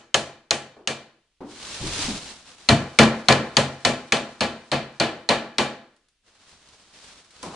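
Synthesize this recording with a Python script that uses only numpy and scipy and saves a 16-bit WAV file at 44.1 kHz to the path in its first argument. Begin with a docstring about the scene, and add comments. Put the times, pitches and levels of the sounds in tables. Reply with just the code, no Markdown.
"""Hammering a nail into a framed wall

A steel hammer drives a nail in a bare room: three bright blows, then a run of eleven heavier ones.
Each blow sums a steel crack, damped wall modes, rattling fittings and diffuse echoes, all shaped noise or sines.
Heavy blows sound duller, glancing ones brighter; a few cracks are rebounds of the hammer head.
Between and after the runs a sweatshirt rubs past the microphone as speed-driven noise.
Soft bumps against floor and wall, tiny clicks and a faint room noise complete the scene."""
import sys
import numpy as np
from scipy import signal
from scipy.fft import rfft, irfft, next_fast_len
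from scipy.io import wavfile
from scipy.ndimage import map_coordinates

SR = 44100
rng = np.random.default_rng(int(sys.argv[2]) if len(sys.argv) > 2 else 0)


def bounce(signal):
    """Save signal as a 16-bit WAV file at the path given by the first command-line argument."""
    frames = np.transpose(np.atleast_2d(signal))
    limited = np.clip(frames, -1, 1)
    pcm = np.round(limited * 32767).astype(np.int16)
    wavfile.write(sys.argv[1], SR, pcm)


N = 332955
TOP_HZ = 10580  # upper band limit
RING = int(.8 * SR)  # samples in the response to one hit
AGE = np.arange(RING) / SR  # seconds since the hit
GRID = np.fft.rfftfreq(2 * RING, 1 / SR)  # frequencies (Hz) on which hit spectra are given

# left-right correlation of diffuse sound: freq_hz, likeness (0 to 1)
DIFFUSE_LIKENESS = [(200, .99), (550, .95), (1400, .72), (3200, .4), (6500, .07)]
# left-right correlation of the direct sound of a hit: freq_hz, likeness (0 to 1)
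DIRECT_LIKENESS = [(200, .99), (550, .96), (1400, .8), (3200, .8), (7000, .66)]


def amp(db):
    """Level to gain: 20 dB is a factor of ten in amplitude."""
    return 10 ** (np.asarray(db) / 20)


def unit(x):
    """Normalise the root-mean-square amplitude to 1."""
    return x / np.sqrt(np.mean(x ** 2) + 1e-20)


def along(points, hz):
    """Interpolate (Hz, value) points on a logarithmic frequency axis, near the ear's pitch scale."""
    f, v = np.transpose(points)
    return np.interp(np.log(hz + 1), np.log(f + 1), v)


def fade(t, t60):
    """Exponential energy loss: the level falls 60 dB in t60 seconds."""
    return amp(-60 * t / t60)


def rise(time_constant_s):
    """Exponential build-up of a response after the hit."""
    return 1 - np.exp(-AGE / time_constant_s)


def hump(hz, width_hz):
    """Resonance curve on GRID: a bell of height 1 at its centre, half that at half its width away."""
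    return 1 / (1 + (2 * (GRID - hz) / width_hz) ** 2)


def wobble(rate):
    """Band-limited random fluctuation: a smooth curve through `rate` random knots a second."""
    knots = rng.standard_normal(int(N * rate / SR) + 4)
    return map_coordinates(knots, [np.arange(N) * rate / SR])


def filtered(x, gain):
    """Linear zero-phase filtering: multiply the spectrum by a gain of frequency."""
    n = x.shape[-1]
    m = next_fast_len(n + 4096)
    return irfft(rfft(x, m) * gain(np.fft.rfftfreq(m, 1 / SR)), m)[..., :n]


def coloured(x, gain):
    """Minimum-phase filtering of one hit: folding the cepstrum keeps the response causal."""
    cepstrum = irfft(np.log(np.maximum(gain, 1e-6)))
    cepstrum[1:RING] *= 2
    cepstrum[RING + 1:] = 0
    response = np.exp(rfft(cepstrum))
    return irfft(rfft(x, 2 * RING) * response)[..., :RING]


def band_norm(gain, lo_hz, hi_hz):
    """Power normalisation: unit white noise through the gain has rms 1 from the band's part."""
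    in_band = (GRID > lo_hz) & (GRID < hi_hz)
    return gain / np.sqrt(np.mean(gain ** 2 * in_band))


def pair(n, likeness):
    """Spatial coherence: mixing mid and side noise sets the correlation of the two microphone ports."""
    def mid_side_gain(hz):
        angle = np.arccos(np.clip(along(likeness, hz), -1, 1)) / 2
        return np.array([np.cos(angle), np.sin(angle)])

    mid, side = filtered(rng.standard_normal((2, n)), mid_side_gain)
    return np.array([mid + side, mid - side])


def ring(modes, scatter_db, detune):
    """Modal superposition: damped sines, each varied a little in level and pitch from hit to hit."""
    hz, db, t60 = np.transpose(modes)[:, :, None]
    size, shift, phase = rng.standard_normal((3, len(modes), 1))
    cycles = hz * (1 + detune * shift) * AGE + phase
    envelopes = amp(db + scatter_db * size) * fade(AGE, t60)
    return np.sum(envelopes * np.sin(2 * np.pi * cycles), axis=0)


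def add(track, s, sound):
    """Linear superposition: mix a sound in at time s, cut at the ends of the track."""
    start = round(s * SR)
    part = sound[:, max(-start, 0):max(N - start, 0)]
    track[:, max(start, 0):][:, :part.shape[1]] += part


def room_tail():
    """Diffuse reverberation: noise whose deepest bass dies first, while notes near 210 Hz linger longest."""
    # reverberation time: freq_hz, t60_s
    reverb_times = [(80, 0.18), (210, 0.68), (560, 0.46), (1500, 0.58), (3000, 0.46), (4500, 0.47),
                    (7000, 0.4), (10500, 0.35)]
    hz, t, spectrum = signal.stft(pair(RING, DIFFUSE_LIKENESS), SR, nperseg=256)
    decay = fade(t, along(reverb_times, hz)[:, None])
    return signal.istft(spectrum * decay, SR, nperseg=256)[1][:, :RING]


def crack(pitch_hz, edge_db):
    """Impact excitation: steel on the nail gives a brief bright burst; a glancing contact lifts its treble."""
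    shape_db = along([(300, -9.5), (1500, -0.5), (2600, 5.5), (4500, 5.5), (7000, -2.0), (10000, -10.5)], GRID)
    shape = band_norm(amp(shape_db + 8 * hump(pitch_hz, 600)), 1500, TOP_HZ)
    glance = amp(max(edge_db, 0) * hump(6600, 1300))
    burst = pair(RING, DIRECT_LIKENESS) * fade(AGE, .028) * rise(.0003)
    return coloured(burst, shape * glance) * amp([[.5], [-.5]])  # dB, left and right


def ping(pitch_hz, edge_db):
    """Modal ringing of the nail for a few milliseconds; the upper of two modes grows with the treble."""
    t60 = .02
    modes = [(pitch_hz, 1.5, t60), (6600, -10.5 + edge_db, t60)]
    return ring(modes, scatter_db=2, detune=.005) * rise(0.00046)


def slap(wood, slap_db, t60=0.06):
    """Early reflection: cavity and plasterboard throw the crack back within a few milliseconds."""
    burst = pair(RING, DIFFUSE_LIKENESS) * fade(AGE, t60) * (1 - np.exp(-(AGE / 0.0033) ** 2))
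    tone_db = along([(150, -14.5), (500, -9), (1300, 3.5), (3500, 3), (7000, -6.5)], GRID)
    return amp(slap_db) * coloured(burst, wood * amp(tone_db))


def steel_ring():
    """Free vibration of the hammer: slowly damped modes woken by the crack."""
    # after-ring of the hammer: freq_hz, level_db, t60_s
    hammer_modes = [(1320, -43.5, 0.55), (2540, -45, .42), (3250, -46, 0.43), (4500, -54.5, .28)]
    return ring(hammer_modes, scatter_db=4.0, detune=.002)


def wood_gain():
    """Resonant transmission: peaks of stud, nail and hammer head on the broad spectrum of a blow."""
    # broad colour of a blow: freq_hz, density_db (per Hz)
    broad_colour = [(30, -29), (60, -8.5), (150, -1.5), (330, 0.5), (600, 7.5), (900, -0.5), (1500, -4.5),
                    (2200, -7), (3300, -7), (4400, -15.5), (5300, -15.5), (7000, -14), (8500, -17.5),
                    (10500, -24.5)]
    # resonances of stud, nail and hammer head: freq_hz, width_hz, lift_db
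    resonances = [(335, 34, 7.5), (520, 35, 2.5), (680, 25, 5.5), (834, 75, 4), (1036, 35, 6),
                  (1150, 17, 4.5), (1340, 40, 4), (1493, 9.3, 3), (1708, 93, 8), (1890, 66, 5.5),
                  (2080, 28, 4), (2345, 97, 7), (2390, 35, 5.5), (2580, 43, 6.5), (3012, 110, 6.5),
                  (3345, 9.7, 3.5), (3680, 18, 8), (4310, 730, 9), (4870, 200, 3), (5950, 830, 2),
                  (7500, 640, 0.5)]
    wood_db = along(broad_colour, GRID) + sum(lift * hump(hz, width) for hz, width, lift in resonances)
    return band_norm(amp(wood_db), 280, 2200)


def frame_boom():
    """Bending modes of the framed wall: low resonances that ring down together."""
    # low modes of the wall: freq_hz, level_db
    wall_modes = [(51, -17.5), (76, -14), (88, -10), (136, -1), (147, -9.5), (193, -9.5), (218, -1.5),
                  (227, 2.5), (250, 1), (323, -8), (462, -7), (682, -7), (829, -3), (1149, -9.5),
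                  (1353, -14.5), (1762, -13)]
    t60 = .43
    modes = [(hz, level_db, t60) for hz, level_db in wall_modes]
    return amp(-5.0) * ring(modes, scatter_db=3, detune=0.006) * rise(0.013)


def rattle(rattle_db, count=4):
    """Secondary impacts: loose fittings jump and land again some tens of milliseconds after the blow."""
    delays, sizes_db = rng.uniform(.01, .08, count), rng.normal(0, 3, count)
    envelope = np.zeros(RING)
    for s, db in zip(delays, sizes_db):
        # later landings tend to be weaker
        envelope += amp(db) * fade(s, .4) * fade(np.abs(AGE - s), .022) * (AGE > s)
    return amp(rattle_db) * envelope * pair(RING, DIRECT_LIKENESS)


def shove(boom_db, shove_db=-7, t60=0.26):
    """Whole-panel flexure: a short, deep thud whose level grows by 2 dB per dB of boom."""
    shape_db = along([(25, -26), (38, -18.5), (52, -11.5), (130, 4), (220, 1.5), (450, -13.5),
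                      (1000, -28.5), (3000, -65.0)], GRID)
    push = pair(RING, DIFFUSE_LIKENESS) * fade(AGE, t60) * rise(0.039)
    return amp(shove_db + 2.0 * boom_db) * coloured(push, band_norm(amp(shape_db), 0, TOP_HZ))


def contact(rule, db, crack_db):
    """Contact law: the lift of one register in dB follows how heavy and how glancing the blow is."""
    usual_level_db, usual_crack_db = -24, 14  # an ordinary blow
    usual, per_level, per_crack = rule
    return usual + per_level * (db - usual_level_db) + per_crack * (crack_db - usual_crack_db)


def hammer(steady=0.55, flutter_db=0.24):
    """Impact response: each blow sums crack, short knock of the stud, boom of the wall and the room's answer."""
    # blows, the first only still ringing: start_s, level_db, crack_db (steel), boom_db (wall), pitch_hz (crack)
    blows = [(-.22, -27.5, 29, 2, 4200), (0.143, -28.5, 22.5, 2, 3160), (0.5081, -31, 22, 2, 4210),
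             (0.8736, -33, 19.5, 0, 3000), (2.688, -19.5, 15.5, 11.5, 4124), (2.9879, -14.5, 14, 6, 2290),
             (3.285, -16, 13, 3, 4160), (3.568, -22.5, 17.5, 5.5, 4470), (3.8495, -23.5, 17.5, 3, 4210),
             (4.122, -24.5, 16, -3.5, 2400), (4.407, -26, 12.5, 2.5, 4300), (4.7162, -25.5, 9, 2.5, 4110),
             (4.9993, -23, 11, -0.5, 4400), (5.2893, -21, 11.5, -6, 4140), (5.5827, -24, 14, -4.5, 4060)]
    # contact tone of the wall's hollow note, upper mids and treble:
    # usual_db, slope_db (per dB of extra level), slope_db (per dB of extra crack)
    body_rule = (.7, 0.11, -0.31)
    bite_rule = (2.2, -.3, .07)
    edge_rule = (-0.28, -0.21, 0.81)
    out = np.zeros((2, N))
    wood = wood_gain()
    # part of the echo power is alike for all blows, part moves with the worker
    fixed_tail, share = room_tail(), np.clip(steady, 0, 1)
    clumps = amp(flutter_db * wobble(220))  # echoes arrive in clusters
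    for s, db, crack_db, boom_db, pitch_hz in blows:
        body_db, bite_db, edge_db = [contact(rule, db, crack_db) for rule in (body_rule, bite_rule, edge_rule)]
        knock = amp(10.5) * pair(RING, DIRECT_LIKENESS) * fade(AGE, 0.2) * rise(0.014)
        tail = np.sqrt(share) * fixed_tail + np.sqrt(1 - share) * room_tail()
        tail = tail * np.roll(clumps, -round(s * SR))[:RING]
        echoes = amp(1.0) * tail * rise(0.0097)
        wall = coloured(knock + echoes + rattle(rattle_db=-3.0), wood) + frame_boom()
        # a hard, glancing contact is bright; a square one pushes the whole wall
        contact_db = along([(140, .6 * boom_db), (220, body_db), (350, 0), (1700, 0),
                            (3000, bite_db), (4500, bite_db), (6200, edge_db)], GRID)
        steel = amp(-0.97) * crack(pitch_hz, edge_db) + ping(pitch_hz, edge_db)
        steel = steel + slap(wood, slap_db=-4.0) + steel_ring()
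        blow = coloured(wall, amp(contact_db)) + shove(boom_db) + amp(crack_db) * steel
        add(out, s, amp(db) * blow)
    return out


def still_room(floor_db=-73):
    """Stationary background noise: faint rumble and hiss of the house with a fixed spectrum."""
    # spectrum of the still room: freq_hz, density_db (per Hz)
    quiet = [(20, -9.5), (35, -4.5), (60, -12.5), (100, -18), (370, -25.5), (800, -32.5), (3150, -19.5),
             (10500, -31)]
    noise = filtered(pair(N, DIFFUSE_LIKENESS), lambda hz: amp(along(quiet, hz)))
    return amp(floor_db) * unit(noise)


def bumps():
    """Soft impacts: compliant contact gives dull knocks that die in the room; harder ones add a woody clack."""
    # soft bumps of tool and body: start_s, level_db, centre_hz, clack_db (woody part)
    soft_bumps = [(0.764, -45, 375, -11), (1.405, -33.5, 290, -15), (1.8, -30, 140, -24),
                  (1.825, -34.5, 340, -26), (1.844, -30.5, 70, -29), (1.983, -35, 300, -22.5),
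                  (2.041, -33.5, 70, -35), (2.079, -30.5, 230, -17), (6.521, -63, 55, -32.5),
                  (7.43, -33.5, 310, -3), (7.462, -40, 162, -13), (7.532, -36, 330, -5)]
    out = np.zeros((2, N))
    softness = amp(along([(1000, 3.5), (2000, -4.5), (5000, -3), (10000, -11.0)], GRID))
    octaves_off = np.log2((GRID + 1) / 740)  # from the clack's centre in Hz
    clack = 1 / (1 + (octaves_off / 0.97) ** 2) ** 1.03
    for s, db, hz, clack_db in soft_bumps:
        shape = softness * (hump(hz, width_hz=170) + amp(clack_db) * clack)
        thud = pair(RING, DIFFUSE_LIKENESS) * fade(AGE, t60=0.53) * rise(0.0016)
        add(out, s, amp(db) * coloured(thud, band_norm(shape, 0, TOP_HZ)))
    return out


def snags(rate, snag_db):
    """Stick-slip friction: fibres now and then catch and let go, each a jump in gain that decays."""
    catches = (rng.random(N) < rate / SR) * rng.random(N)
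    return 1 + amp(snag_db) * signal.fftconvolve(catches, fade(AGE, .015))[:N]


def sleeve():
    """Friction noise: grainy rubbing of cloth, louder and brighter as each stroke speeds up."""
    # strokes of the sleeve: start_s, fastest_s, end_s, level_db
    strokes = [(1.43, 1.742, 2.02, -44), (1.73, 2.015, 2.254, -36), (2.05, 2.267, 2.448, -47),
               (2.2, 2.467, 6.2, -56), (6.22, 6.281, 6.8, -65.5), (6.295, 6.53, 6.64, -59),
               (6.475, 6.738, 7.22, -59), (6.887, 7.038, 7.39, -53), (7.285, 7.459, 7.86, -52)]
    # spectrum of the cloth: freq_hz, density_db (per Hz)
    cloth_colour = [(25, -13), (55, 0.5), (100, -4), (200, -4.5), (414, -5), (700, -5), (1390, -4.5),
                    (2090, -6.5), (4040, -4), (6500, -8), (9000, -12.5), (10500, -19)]
    speed_power = 0.93  # the rub grows as this power of the sleeve's speed
    hiss_db, rub_db = 6, -50.5  # gain of the hiss over a rub of level rub_db
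    hiss_growth = 0.2  # extra dB of hiss per dB of rub
    t = np.arange(N) / SR
    cloth = amp(along(cloth_colour, GRID))
    low_share = 1 / (1 + (GRID / 2200) ** 6)  # power share of the rub; the hiss has the rest
    rub_gain = band_norm(cloth * np.sqrt(low_share), 500, TOP_HZ)
    hiss_gain = band_norm(cloth * np.sqrt(1 - low_share), 500, TOP_HZ)
    grain = unit(amp(0.58 * wobble(380) + 1.2 * wobble(39)) * snags(rate=33, snag_db=1))
    rub = filtered(grain * pair(N, DIFFUSE_LIKENESS), lambda hz: np.interp(hz, GRID, rub_gain))
    hiss = filtered(grain * pair(N, DIFFUSE_LIKENESS), lambda hz: np.interp(hz, GRID, hiss_gain))
    levels = []
    for start, fastest, end, db in strokes:
        speed = np.interp(t, [start, fastest, end], [0, 1, 0])
        levels.append(amp(db) * speed ** speed_power)
    level = np.linalg.norm(levels, axis=0)  # overlapping strokes add in power
    return level * (rub + amp(hiss_db) * (level / amp(rub_db)) ** hiss_growth * hiss)


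def rebounds():
    """Elastic recoil: the head bounces back on to the nail, a lone crack with no boom."""
    # rebounds of the hammer head: start_s, level_db, pitch_hz (crack)
    bounces = [(3.0325, -15, 4200), (3.3234, -11, 4400), (4.1685, -25, 4200)]
    out = np.zeros((2, N))
    for s, db, pitch_hz in bounces:
        add(out, s, amp(db) * crack(pitch_hz, edge_db=0))
    return out


def ticks():
    """Brief hard contacts: short wide-band bursts, each with a faint echo."""
    # small clicks of grit and tool: start_s, level_db (before the tone filter)
    clicks = [(5.9637, -54.5), (6.085, -55), (6.494, -48), (7.0504, -44), (7.2466, -46.5), (7.307, -42.5),
              (7.4287, -26)]
    out = np.zeros((2, N))
    for s, db in clicks:
        click = pair(RING, DIRECT_LIKENESS) * fade(AGE, 0.049)
        add(out, s, amp(db) * (click + amp(-11) * room_tail()))
    tone = [(200, -25.0), (1200, -4.5), (5000, -1.5), (10000, -7.0)]
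    return filtered(out, lambda hz: amp(along(tone, hz)))


def scene():
    """Stereo level difference: the work at the wall lies slightly to the left."""
    work = hammer() + rebounds() + bumps() + ticks()
    return work * amp([[.5], [-.5]]) + sleeve() + still_room()


def record(dry, top=0.98, hardness=6):
    """Saturation and band limit: the microphone rounds off the loudest peaks and cuts steeply above TOP_HZ."""
    squashed = dry / (1 + np.abs(dry / top) ** hardness) ** (1 / hardness)
    return filtered(squashed, lambda hz: 1 / np.sqrt(1 + (hz / TOP_HZ) ** 120))


dry = scene()
out = record(dry)
bounce(out)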